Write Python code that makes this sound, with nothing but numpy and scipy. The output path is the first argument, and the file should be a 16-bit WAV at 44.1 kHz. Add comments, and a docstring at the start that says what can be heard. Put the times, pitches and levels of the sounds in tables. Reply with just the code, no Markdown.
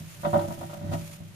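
"""Rodents scurry over wood shavings in a thin-walled tub, close to a two-port (stereo) microphone.
Their paws knock on the tub floor, ring its panels and set off a short rattle; steps cushioned
by the bedding only thump. The shavings rustle throughout, over a faint hiss, and in the
second half the paws drag shavings across the floor with a dull scuff."""
import sys
import numpy as np
from scipy import signal
from scipy.io import wavfile
from scipy.ndimage import uniform_filter1d

SR = 44100
rng = np.random.default_rng(int(sys.argv[2]) if len(sys.argv) > 2 else 0)


def log_audio(samples):
    """Write samples as a 16-bit WAV file to the path given in sys.argv[1]."""
    # one column per channel
    frames = np.atleast_2d(samples).T
    # limit to full scale, then quantise
    limited = np.clip(frames, -1, 1)
    pcm = np.round(limited * 32767).astype(np.int16)
    wavfile.write(sys.argv[1], SR, pcm)


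N = 59535  # 1.35 seconds


def amp(db):
    """Turn decibels (dB) into a number to multiply a sound by."""
    return 10 ** (np.asarray(db) / 20)


def unit(x):
    """Scale a signal to an average power of 1."""
    return x / np.sqrt(np.mean(x ** 2) + 1e-20)


def add(mix, start_s, sound):
    """Mix a sound in at its start time."""
    part = mix[max(round(start_s * SR), 0):][:len(sound)]
    part += sound[:len(part)]


def colour(x, points):
    """Make lows and highs louder or softer, following a curve of (Hz, dB) points."""
    point_hz, db = np.transpose(points)
    hz = abs(np.fft.fftfreq(4096, 1 / SR))
    log_gain = np.log(amp(np.interp(np.log(hz + 1), np.log(point_hz), db)))
    response = np.exp(np.conj(signal.hilbert(log_gain)))  # never rings ahead of the sound
    taps = np.fft.ifft(response).real
    return signal.fftconvolve(x, taps[:len(taps) // 2])[:len(x)]


def stereo_noise(count, alike_below_hz=620):
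    """Left and right noise, alike in the bass and unrelated in the treble."""
    mid, side = rng.standard_normal((2, count))
    side = signal.sosfilt(signal.butter(1, alike_below_hz, "high", fs=SR, output="sos"), side)
    return np.array([mid + side, mid - side]) / np.sqrt(2)


# The tone of the background. Each row: frequency in Hz, relative level in dB.
HISS_TONE = [(20, -2.5), (50, -23), (95, 2), (160, 10), (260, -18), (450, -19), (1000, -23.5),
             (3000, -24.5), (6000, -33.5), (14000, -44)]

def hiss(level_db=-47):
    """A faint, steady hiss with a low rumble."""
    return amp(level_db) * np.array([unit(colour(noise, HISS_TONE)) for noise in stereo_noise(N)])


# How hard the bedding is stirred. Each row: time in seconds, relative level in dB.
STIRRING = [(0, -54.5), (.04, -59.5), (.135, -53.5), (.184, -57.5), (.248, -53), (.42, -52.5), (.48, -54.5),
            (.538, -50.5), (0.565, -59), (.605, -54), (.69, -56), (0.74, -54.5), (0.786, -61), (.895, -63),
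            (0.939, -51), (.97, -54.5), (1.142, -52), (1.183, -62.5), (1.35, -63.5)]
# The tone of the rustle on each side. Each row: frequency in Hz, relative level in dB.
LEFT_TONE = [(200, -11), (600, 2), (1300, 0.5), (2600, 2.5), (4000, -2.5), (5500, -8.5), (7100, -11),
             (8000, -2), (9200, 3), (11500, -3), (14000, -2.5)]
RIGHT_TONE = [(200, -25), (600, -14), (1300, 0.5), (2600, 1.5), (4000, -1), (5500, 0), (7000, 4),
              (8000, -5.5), (8700, -19), (10500, -5), (13000, -2)]

def shavings(boost_db=6, clump_db=1.5, clump_s=0.01, snaps_per_s=2900, snap_share=0.38):
    """Stirred shavings give clumps of tiny snaps and a fine rub."""
    clumps = unit(uniform_filter1d(rng.standard_normal(N), int(clump_s * SR)))
    stir_db = np.interp(np.arange(N) / SR, *np.transpose(STIRRING))
    level = amp(stir_db + boost_db + clump_db * clumps)
    snap_db = np.minimum(rng.exponential(1, N), 4)
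    snaps = amp(snap_db) * (rng.random(N) < snaps_per_s / SR)
    out = []
    for tone in (LEFT_TONE, RIGHT_TONE):
        crackle = np.sqrt(snap_share) * unit(snaps * rng.choice([-1, 1], N))
        rub = np.sqrt(1 - snap_share) * rng.standard_normal(N)
        out.append(level * unit(colour(crackle + rub, tone)))
    return np.array(out)


def push(contact_ms):
    """The push of one paw: a short contact knocks, a long, cushioned one thumps."""
    age = np.arange(1500) / SR * 1000 / contact_ms
    force = age * np.exp(-age)
    return force / force.sum()


# Paws landing. Each row: start in seconds, strength in dB, contact time in milliseconds.
PAW_STEPS = [(0.0051, -7, 1.12), (0.0492, -12, 1.34), (0.1935, -8, 1.24), (0.2329, -13, 0.08),
             (0.2482, -3.5, 0.061), (0.2533, -8, 0.14), (0.2655, -8.5, 0.19), (0.3305, 0, 0.15),
             (0.3388, 0.6, 0.13), (0.3477, 0.1, 0.17), (0.3547, -2.5, 0.15), (0.3597, -16, 0.1),
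             (0.3895, -11.5, 0.039), (0.4074, -12, 0.11), (0.4391, -9, 0.25), (0.4826, -6, 0.37),
             (0.5059, -9.1, 0.18), (0.5289, -12, 0.66), (0.5745, -15.5, 0.26), (0.6098, -12.5, 0.15),
             (0.6281, -15, 0.11), (0.6953, -20.8, 0.061), (0.7312, -15.5, 0.12), (0.7692, -15, 0.32),
             (0.812, -8, 0.49), (0.841, -1, 0.94), (0.8619, -4.5, 0.83), (0.8914, 4, 1.33),
             (0.9139, -3.5, 0.36), (0.927, -3, 0.56), (0.932, -3, 0.22), (0.9437, -8.5, 0.98),
             (0.9847, -5, 1.37), (1.0162, -3, 1.26), (1.094, -24.5, 0.28), (1.1479, -18.5, 1.04),
             (1.2034, -6.0, 1.1), (1.274, -25, 1.23)]

def paws(patter_db=-30, patter_per_s=70):
    """The force on the tub floor: clear steps over the light, random patter of other animals."""
    patter = rng.standard_normal(N) * (rng.random(N) < patter_per_s / SR)
    force = amp(patter_db) * signal.fftconvolve(patter, push(contact_ms=0.51))[:N]
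    for start_s, db, contact_ms in PAW_STEPS:
        add(force, start_s, amp(db) * push(contact_ms))
    return force


# The tub's own notes. Each row: pitch in Hz, relative level in dB, seconds to fade by 60 dB,
# how much louder the left is in dB, how far the left wave is ahead in radians.
PANEL_NOTES = [(100.4, -35, 0.56, -1.5, 0), (131, -40, 0.088, -4, 0), (160.9, -27, 0.55, -1.9, -1),
               (204.3, -32, 0.2, 3, -0.4), (249, -45, 0.14, 10, -3.2), (306.8, -42, 0.74, 7.5, 0.5),
               (336.2, -38, 0.66, 0, 0.5), (376.1, -41, 0.29, 9.5, 1.7), (579.9, -23.5, 0.3, -6, -0.78),
               (651, -34, 0.36, -1.5, 4.5), (691, -39.5, 0.15, -15, 3), (754.4, -31, 0.2, -7.5, 4.5),
               (818, -25, 0.23, 1.2, -3.5), (952.6, -30, 0.2, 16, -1.66), (1037.0, -36, 0.12, 5.5, 4),
               (1188, -23.5, 0.1, -2, 3.5), (1285, -35.5, 0.3, 5, 5), (1389, -34.5, 0.11, 15, -1.5),
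               (1857, -39, 0.35, 4, -1.5)]

def tub(force, lowest_hz=74.5):
    """Paws set the panels ringing; each note reaches left and right with its own level and timing."""
    t = np.arange(N) / SR
    out = []
    for side in (.5, -.5):  # left, right
        ring = np.zeros(N)
        for hz, db, fade_s, left_db, lead in PANEL_NOTES:
            level = amp(db + side * left_db - 60 * t / fade_s)
            ring += level * np.sin(2 * np.pi * hz * t + side * lead)
        out.append(signal.fftconvolve(force, ring)[:N])
    # The deep bass below the lowest note is cut away.
    return signal.sosfilt(signal.butter(3, lowest_hz, "high", fs=SR, output="sos"), out)


# The tone of the rattle. Each row: frequency in Hz, boost or cut in dB.
RATTLE_TONE = [(60, -29), (200, 1), (340, -7.5), (470, -26.5), (620, 5.5), (1000, -15), (1520, -9.5),
               (1680, -23.5), (1920, -12.5), (2300, -28), (3400, -15), (6000, -28), (14000, -35)]

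def rattle(rise_s=0.0033, fade_s=0.11):
    """Each clear step also starts many brief vibrations in the tub and bedding, blurred into noise."""
    t = np.arange(SR // 4) / SR
    shape = (1 - np.exp(-t / rise_s)) * amp(-60 * t / fade_s)
    out = np.zeros((2, N))
    for start_s, db, contact_ms in PAW_STEPS:
        for channel, noise in zip(out, stereo_noise(len(t))):
            add(channel, start_s, amp(db) * signal.fftconvolve(noise * shape, push(contact_ms)))
    return np.array([colour(channel, RATTLE_TONE) for channel in out])


# How the scuff swells and fades. Each row: time in seconds, level in dB.
SCUFF_LEVELS = [(0, -83), (.7, -57), (.8, -55.5), (0.906, -52), (.938, -37), (.965, -53), (1.1, -79)]
# The tone of the scuff. Each row: frequency in Hz, relative level in dB.
SCUFF_TONE = [(80, -1), (220, 11.5), (470, -21), (660, 11.5), (850, -5.5), (1520, 2.5), (1670, -18),
              (1880, 4.5), (2150, -9), (3500, -7), (7000, -17), (14000, -26)]

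def scuffing():
    """Paws drag shavings across the tub floor with a dull rub."""
    level = amp(np.interp(np.arange(N) / SR, *np.transpose(SCUFF_LEVELS)))
    return level * np.array([unit(colour(noise, SCUFF_TONE)) for noise in stereo_noise(N)])


def scene():
    """Add up the sounds of the paws, the bedding and the background."""
    return tub(paws()) + rattle() + scuffing() + shavings() + hiss()


def record(dry):
    """Cut away the very highest treble."""
    top_hz = 14330
    taps = signal.firwin(511, top_hz, window=("kaiser", 9), fs=SR)
    return signal.oaconvolve(dry, taps[None], "same")


dry = scene()
out = record(dry)
log_audio(out)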